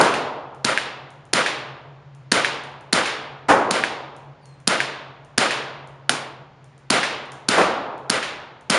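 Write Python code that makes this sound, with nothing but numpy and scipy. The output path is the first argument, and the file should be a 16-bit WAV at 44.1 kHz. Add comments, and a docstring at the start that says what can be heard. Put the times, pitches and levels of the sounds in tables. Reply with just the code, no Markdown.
"""Indoor rifle range

A small-calibre rifle fires steady single shots from a booth: shaped noise bursts crack, rattle and roll
down the hall. An eighth of a second later a short burst and bright echoes slap the backstop.
One dry double clack sounds among the shots, and a heavier gun in another lane booms as dull, swelling noise.
Trigger ticks, louder clicks, a sagging squeak tone, and ventilation of noise and drone fill the gaps."""
import sys
import numpy as np
from scipy import signal
from scipy.fft import rfft, irfft, next_fast_len
from scipy.io import wavfile
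from scipy.ndimage import uniform_filter1d

SR = 44100
rng = np.random.default_rng(int(sys.argv[2]) if len(sys.argv) > 2 else 0)


def generate_wav(signal):
    """Clip the signal to [-1, 1] and save it as 16-bit WAV at the path in sys.argv[1]."""
    frames = np.transpose(np.atleast_2d(signal))
    scaled = np.clip(frames, -1, 1) * 32767
    pcm = np.round(scaled).astype(np.int16)
    wavfile.write(sys.argv[1], SR, pcm)


N = 387198
TOP_HZ = 10600  # upper edge of the sound
T = np.arange(int(1.1 * SR)) / SR  # time within one event, s


def amp(db):
    """Decibels to gain."""
    return np.exp(np.maximum(db, -200) * np.log(10) / 20)


def unit(x):
    """Scale x to an rms of 1."""
    return x / np.sqrt(np.mean(x ** 2) + 1e-20)


def along(points, hz):
    """Read (frequency, value) points on a log frequency axis."""
    f, v = np.transpose(points)
    return np.interp(np.log(hz + 1), np.log(f + 1), v)


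def filtered(x, response):
    """Multiply the spectrum of x by a response of frequency."""
    n = x.shape[-1]
    m = next_fast_len(n + 8192)  # room for the filter's ringing
    return irfft(rfft(x, m) * response(np.fft.rfftfreq(m, 1 / SR)), m)[..., :n]


def coloured(x, spectrum, tilt_db=0, size=2048):
    """Causal filter with this spectral shape, tilted in dB per octave; its power gain below TOP_HZ, averaged
    over the whole band up to half the sample rate, is 1 (about 2, or +3 dB, below TOP_HZ itself)."""
    hz = np.fft.rfftfreq(size, 1 / SR)
    octaves = np.log2(hz / 2000 + .1)  # the offset levels the tilt off in the bass
    gain = amp(along(spectrum, hz) + tilt_db * octaves)
    gain = gain / np.sqrt(np.mean(gain ** 2 * (hz < TOP_HZ)))
    # folding the cepstrum gives minimum phase, so attacks stay sharp
    cepstrum = irfft(np.log(gain))
    cepstrum[1:size // 2] *= 2
    cepstrum[size // 2 + 1:] = 0
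    impulse = irfft(np.exp(rfft(cepstrum)))
    return signal.oaconvolve(x, impulse)[:len(x)]


def add(track, s, sound):
    """Mix a sound into the track at time s, trimmed at both ends of the track."""
    start = round(s * SR)
    part = sound[max(-start, 0):max(N - start, 0)]
    track[max(start, 0):][:len(part)] += part


def noise():
    """White noise as long as one event."""
    return rng.standard_normal(len(T))


def dying(t60, delay=0):
    """Exponential decay that falls 60 dB in t60 seconds and starts after a delay."""
    return amp(-60 * np.maximum(T - delay, 0) / t60) * (T >= delay)


def burst(envelope, count=5, size=2048):
    """A short cluster of pressure spikes with a nearly even spectrum under this envelope."""
    shape = envelope[:size]
    x = rng.standard_normal(size) * shape
    # flatten the spectrum and re-shape the envelope in turn
    for _ in range(count):
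        flat = irfft(np.exp(1j * np.angle(rfft(x))))
        x = flat * np.sqrt(shape)
    x = x * np.linalg.norm(shape) / np.linalg.norm(x)
    return np.pad(x, (0, len(T) - size))


def reflections(spread_db):
    """Dense echoes whose strength wavers at random."""
    strength = amp(spread_db * unit(uniform_filter1d(noise(), size=48)))
    return unit(noise() * strength)


# Reverberation time of the hall: frequency_hz [Hz], t60_s [s]
HALL_DECAY = [(100, 1), (400, 1.28), (900, 1.334), (1800, 0.85), (3500, 0.8), (6000, 0.52), (10000, 0.33)]


def hall_tail(size=256):
    """Diffuse echoes: each frequency dies at its own speed."""
    hop = size // 2
    t = np.arange(len(T) // hop + 2) * hop / SR
    t60 = along(HALL_DECAY, np.fft.rfftfreq(size, 1 / SR))
    spectra = rfft(rng.standard_normal((len(t), size)))
    frames = irfft(spectra * amp(-60 * t[:, None] / t60))
    frames = frames * np.sin(np.pi * np.arange(size) / size)  # equal-power cross-fades
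    return (frames[1:, :hop] + frames[:-1, hop:]).ravel()[:len(T)]


# Rattle of the booth's close walls, relative: frequency_hz [Hz], level_db [dB]
BOOTH_SPECTRUM = [(50, -30.5), (130, 11.5), (260, 15.5), (520, -1), (750, 4.5), (1000, -10.5), (1400, 2),
                  (2500, -10.5), (5000, -4), (10500, -10.5)]
# Roll of the hall, relative: frequency_hz [Hz], level_db [dB]
HALL_SPECTRUM = [(40, -52.5), (110, -14), (250, -3.5), (500, -0.5), (850, 1.5), (1500, 0.5), (2500, -1),
                 (3700, -3), (6000, -9), (10500, -9.5)]
# Echo cluster off the ceiling baffles, relative: frequency_hz [Hz], level_db [dB]
SWELL_SPECTRUM = [(60, -19.5), (200, -2.5), (350, -1.5), (750, 5), (950, -9.5), (1350, 8.5), (2000, -1),
                  (4000, -19.5), (10500, -23)]


def blast_paths():
    """One pattern of paths from muzzle to microphone: the near crack, and the echoes of booth and hall."""
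    front = np.exp(-((T - .0037) / 0.00053) ** 2)
    crack = burst(front + 0.49 * dying(0.033, delay=0.0042))
    # a weak first arrival leads the main crack, and a partition throws it back once
    first_arrival = amp(-20.5) * burst(dying(0.005))
    thrown_back = amp(-7) * burst(dying(0.004, delay=0.012))
    crack = crack + first_arrival + thrown_back
    # the booth's close walls rattle, with a low thump
    booth = amp(-17.5) * coloured(burst(dying(0.068, delay=0.0039), size=4096), BOOTH_SPECTRUM)
    build_up = 1 - dying(0.092, delay=0.0045)
    tail = amp(-17.5) * coloured(hall_tail() * build_up, HALL_SPECTRUM)
    # ceiling baffles down the range return a cluster of echoes together
    cluster = np.exp(-((T - .055) / 0.037) ** 2)
    swell = amp(-20) * coloured(reflections(spread_db=3) * cluster, SWELL_SPECTRUM)
    return np.array([crack, booth + tail + swell])


def blend(same, fresh, change):
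    """The muzzle barely moves: only a share of the echo pattern changes between shots; its energy stays."""
    mix = np.sqrt(1 - change) * same + np.sqrt(change) * fresh
    return mix * np.linalg.norm(same, axis=1, keepdims=True) / np.linalg.norm(mix, axis=1, keepdims=True)


# Rifle shots, levels relative: start_s [s], crack_db [dB], hall_db [dB],
# brightness_db [dB per octave], slap_db [dB, on the backstop], squeeze_s [s, from trigger tick to start]
SHOTS = [(0.0127, -7, -2.5, 0, -1, .12), (0.6475, -3.5, -1, -3, 3, 0.1),
         (1.3342, -1.5, 1.4, -1.5, -2.5, 0.081), (2.319, 2, 1.5, -1.5, 2, 0.17),
         (2.9291, -0.5, 1.5, 0.5, -8, 0.12), (3.71, -7.5, -2.5, 1.5, 0.5, 0.11),
         (4.6755, 1, 0, 0.5, 1, 0.074), (5.38, 0.5, 1.5, -2.5, -10, .132), (6.904, -3, 2, 1, -3, .125),
         (7.4874, -3, 1, 2.5, -4, 0.23), (8.0994, -3, -2, 0.5, -11, .12), (8.7006, -3.5, 2, 2.5, 3, 0.091)]
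# The near crack, relative: frequency_hz [Hz], level_db [dB]
CRACK_SPECTRUM = [(40, -41), (150, -16.5), (380, -19.5), (700, -14.5), (1080, -33), (1700, 0.5),
                  (2300, -10.5), (3200, -7.5), (4600, 5.5), (6200, -6.5), (10500, -3)]


def rifle():
    """Every shot excites nearly the same paths, with its own strength and brightness."""
    out, usual = np.zeros(N), blast_paths()
    for s, crack_db, hall_db, bright_db, *_ in SHOTS:
        crack, echoes = blend(usual, blast_paths(), change=0.35)
        near = amp(crack_db - 4) * coloured(crack, CRACK_SPECTRUM, tilt_db=bright_db)
        add(out, s - .0025, near + amp(hall_db) * echoes)  # the first arrival leads
    return out


# The bullet's slap, relative: frequency_hz [Hz], level_db [dB]
SLAP_SPECTRUM = [(100, -35), (700, -23.5), (1200, -22.5), (1620, 2), (1980, -6), (2350, -5), (3200, -18.5),
                 (5000, -37), (10500, -30.5)]
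# Bright scatter of the impact, relative: frequency_hz [Hz], level_db [dB]
SPRAY_SPECTRUM = [(200, -17.5), (800, -13), (1650, 5.5), (2600, 3.5), (4200, -2), (6000, -7.5),
                  (10500, -13)]
# the bullet flies down the range and the sound of its impact comes back
IMPACT_DELAY_S, CEILING_ECHO_DELAY_S = .128, .0094
SPRAY_DB = -28.5  # over the shot's hall level


def backstop():
    """The bullet's slap, its echo off the ceiling, and a bright spray that follows the shot's hall level."""
    out = np.zeros(N)
    for s, _, hall_db, _, slap_db, _ in SHOTS:
        hit = s + IMPACT_DELAY_S
        slap = amp(slap_db) * coloured(burst(dying(0.0019)), SLAP_SPECTRUM)
        add(out, hit, slap)
        add(out, hit + CEILING_ECHO_DELAY_S, amp(-10) * slap)
        spray = hall_tail() * (1 + 0.37 * dying(0.36))
        add(out, hit, amp(hall_db + SPRAY_DB) * coloured(spray, SPRAY_SPECTRUM))
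    return out


# Two strokes of the dry report, levels relative: start_s [s], level_db [dB], t60_s [s], hall_db [dB]
CLACKS = [(6.0943, -1.5, 0.0165, -20.5), (6.0975, -16.5, 0.013, -28)]
# The dry report, relative: frequency_hz [Hz], level_db [dB]
DRY_REPORT_SPECTRUM = [(60, -18), (230, -14.5), (450, -13), (730, 2), (1020, -20.5), (1420, 3.5),
                       (2400, -9.5), (3000, 0.5), (3800, -4), (5000, -7), (7000, -16), (10500, -9)]


def dry_report():
    """A hard double clack of two short bursts that stirs the hall only a little."""
    out = np.zeros(N)
    for s, db, t60, hall_db in CLACKS:
        clack = coloured(burst(dying(t60)), DRY_REPORT_SPECTRUM)
        booth = amp(-24) * coloured(noise() * dying(0.32), BOOTH_SPECTRUM, tilt_db=2.5)
        hall = coloured(hall_tail() * dying(3.34), HALL_SPECTRUM, tilt_db=-1.2)
        add(out, s, amp(db) * (clack + booth) + amp(hall_db - 2.5) * hall)
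    return out


# Shots of the heavier gun, level relative: start_s [s], level_db [dB]
BOOMS = [(-.02, 1), (3.483, 3), (7.568, -0.5)]
# The dull boom, relative: frequency_hz [Hz], level_db [dB]
BOOM_SPECTRUM = [(30, -20.5), (70, -21), (190, -8), (280, -3), (600, 0), (900, 0.5), (1400, -3),
                 (2200, -12.5), (4000, -23.5), (10500, -27.5)]


def heavy_gun():
    """Screened by the partitions, it arrives as a dull swelling boom with no crack."""
    out = np.zeros(N)
    rise = 1 - dying(.06)
    early_echoes = 1 + 0.79 * np.exp(-((T - .024) / 0.029) ** 2)
    for s, db in BOOMS:
        boom = coloured(hall_tail() * rise * early_echoes, BOOM_SPECTRUM)
        add(out, s, amp(db - 15) * boom)
    return out


# Louder clicks of the trigger's reset and of spent cases, level relative: start_s [s], level_db [dB]
CLICKS = [(1.1045, -39), (2.637, -32.5), (4.1653, -38.5), (4.4562, -36.5), (5.874, -40), (6.6434, -41.5),
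          (7.3195, -27.5)]
# Light metal contact, relative: frequency_hz [Hz], level_db [dB]
CLICK_SPECTRUM = [(500, -21), (2000, -4), (4500, -13), (6500, -4.5), (10500, -9)]
TAKE_UP_DB = -42.5  # tick as the trigger's slack is taken up, on the scale of the clicks


def clicks():
    """Light metal contacts with a trace of the hall: ticks before each shot, and louder clicks between."""
    out, tail = np.zeros(N), hall_tail()
    take_ups = [(s - squeeze_s, TAKE_UP_DB) for s, *_, squeeze_s in SHOTS]
    for s, db in CLICKS + take_ups:
        contact = burst(dying(0.023)) + amp(-14) * tail
        add(out, s, amp(db - 10.5) * coloured(contact, CLICK_SPECTRUM))
    return out


SQUEAK_AT_S, SQUEAK_DB = 4.405, -61.5  # level around which the flutter moves
SQUEAK_ATTACK_S, SQUEAK_HOLD_S, SQUEAK_RELEASE_S = 0.065, .03, .12
SQUEAK_START_HZ, SQUEAK_REST_HZ, SQUEAK_SAG_S = 5100, 4180, 0.038


def squeak(flutter_db=4):
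    """A thin friction tone with one overtone sags to a resting note; its pitch and level waver."""
    out = np.zeros(N)
    hz = SQUEAK_REST_HZ + (SQUEAK_START_HZ - SQUEAK_REST_HZ) * np.exp(-T / SQUEAK_SAG_S)
    corners = np.cumsum([0, SQUEAK_ATTACK_S, SQUEAK_HOLD_S, SQUEAK_RELEASE_S])
    envelope = np.interp(T, corners, [0, 1, 1, 0])
    waver = 1 + .008 * unit(uniform_filter1d(noise(), size=300))
    level = amp(SQUEAK_DB + flutter_db * unit(uniform_filter1d(noise(), size=400)))
    phase = 2 * np.pi * np.cumsum(hz * waver) / SR
    tone = np.sin(phase) + amp(-11) * np.sin(2 * phase)
    add(out, SQUEAK_AT_S, level * envelope * tone)
    return out


# Rushing air, relative: frequency_hz [Hz], level_db [dB]
AIR_SPECTRUM = [(20, -6.5), (40, -8), (60, -6.5), (90, -2.5), (140, 0.5), (200, -8), (500, -9.5),
                (1000, -11.5), (2000, -18), (4000, -27), (7000, -38.5), (10000, -56.5)]
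# The fan's drone over time: time_s [s], level_db [dB]
DRONE_LEVEL = [(1, -49.5), (2.2, -44.5), (2.7, -50.5), (6, -47.5), (8.4, -53.5)]


def ventilation(drone_hz=137, width_hz=12, flutter=0.94):
    """Rushing air and a fan's drone: a sine plus narrow noise, which throbs in the turbulent duct."""
    t = np.arange(N) / SR
    air = unit(filtered(rng.standard_normal(N), lambda hz: amp(along(AIR_SPECTRUM, hz))))
    narrow = lambda hz: 1 / (1 + ((hz - drone_hz) / width_hz) ** 4)
    throb = unit(filtered(rng.standard_normal(N), narrow))
    drone = unit(np.sin(2 * np.pi * drone_hz * t) + flutter * throb)
    drone_gain = amp(np.interp(t, *np.transpose(DRONE_LEVEL)))
    return amp(-53) * air + drone_gain * drone


# Difference between the two microphone ports: frequency_hz [Hz], side_to_mid_db [dB]
PORT_WIDTH = [(60, -9.5), (130, -29), (400, -33.5), (1000, -43), (3000, -22), (9000, -15)]


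def scene():
    """All sources reach two closely spaced ports almost alike."""
    mid = rifle() + backstop() + dry_report() + heavy_gun() + clicks() + squeak() + ventilation()
    # sideways reflections make the small difference between the ports
    scatter = burst(dying(.03, delay=.0008))
    side = signal.oaconvolve(mid, scatter / np.linalg.norm(scatter))[:N]
    side = filtered(side, lambda hz: amp(along(PORT_WIDTH, hz)))
    return np.array([mid + side, mid - side])


def record(dry):
    """Low cut below 42 Hz, narrow dip near 7.9 kHz, rounded peaks, steep treble cut."""
    notch = signal.butter(2, [7680, 8120], "bandstop", fs=SR, output="sos")
    low_cut = signal.butter(3, 42, "highpass", fs=SR, output="sos")
    band = lambda hz: 1 / (1 + np.clip(hz / TOP_HZ, .5, 2) ** 120)  # steep treble cut
    heard = filtered(signal.sosfilt(np.vstack([notch, low_cut]), dry), band)
    rounded = heard / (1 + np.abs(heard / .82) ** 6) ** (1 / 6)
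    return filtered(rounded, band)


dry = scene()
out = record(dry)
generate_wav(out)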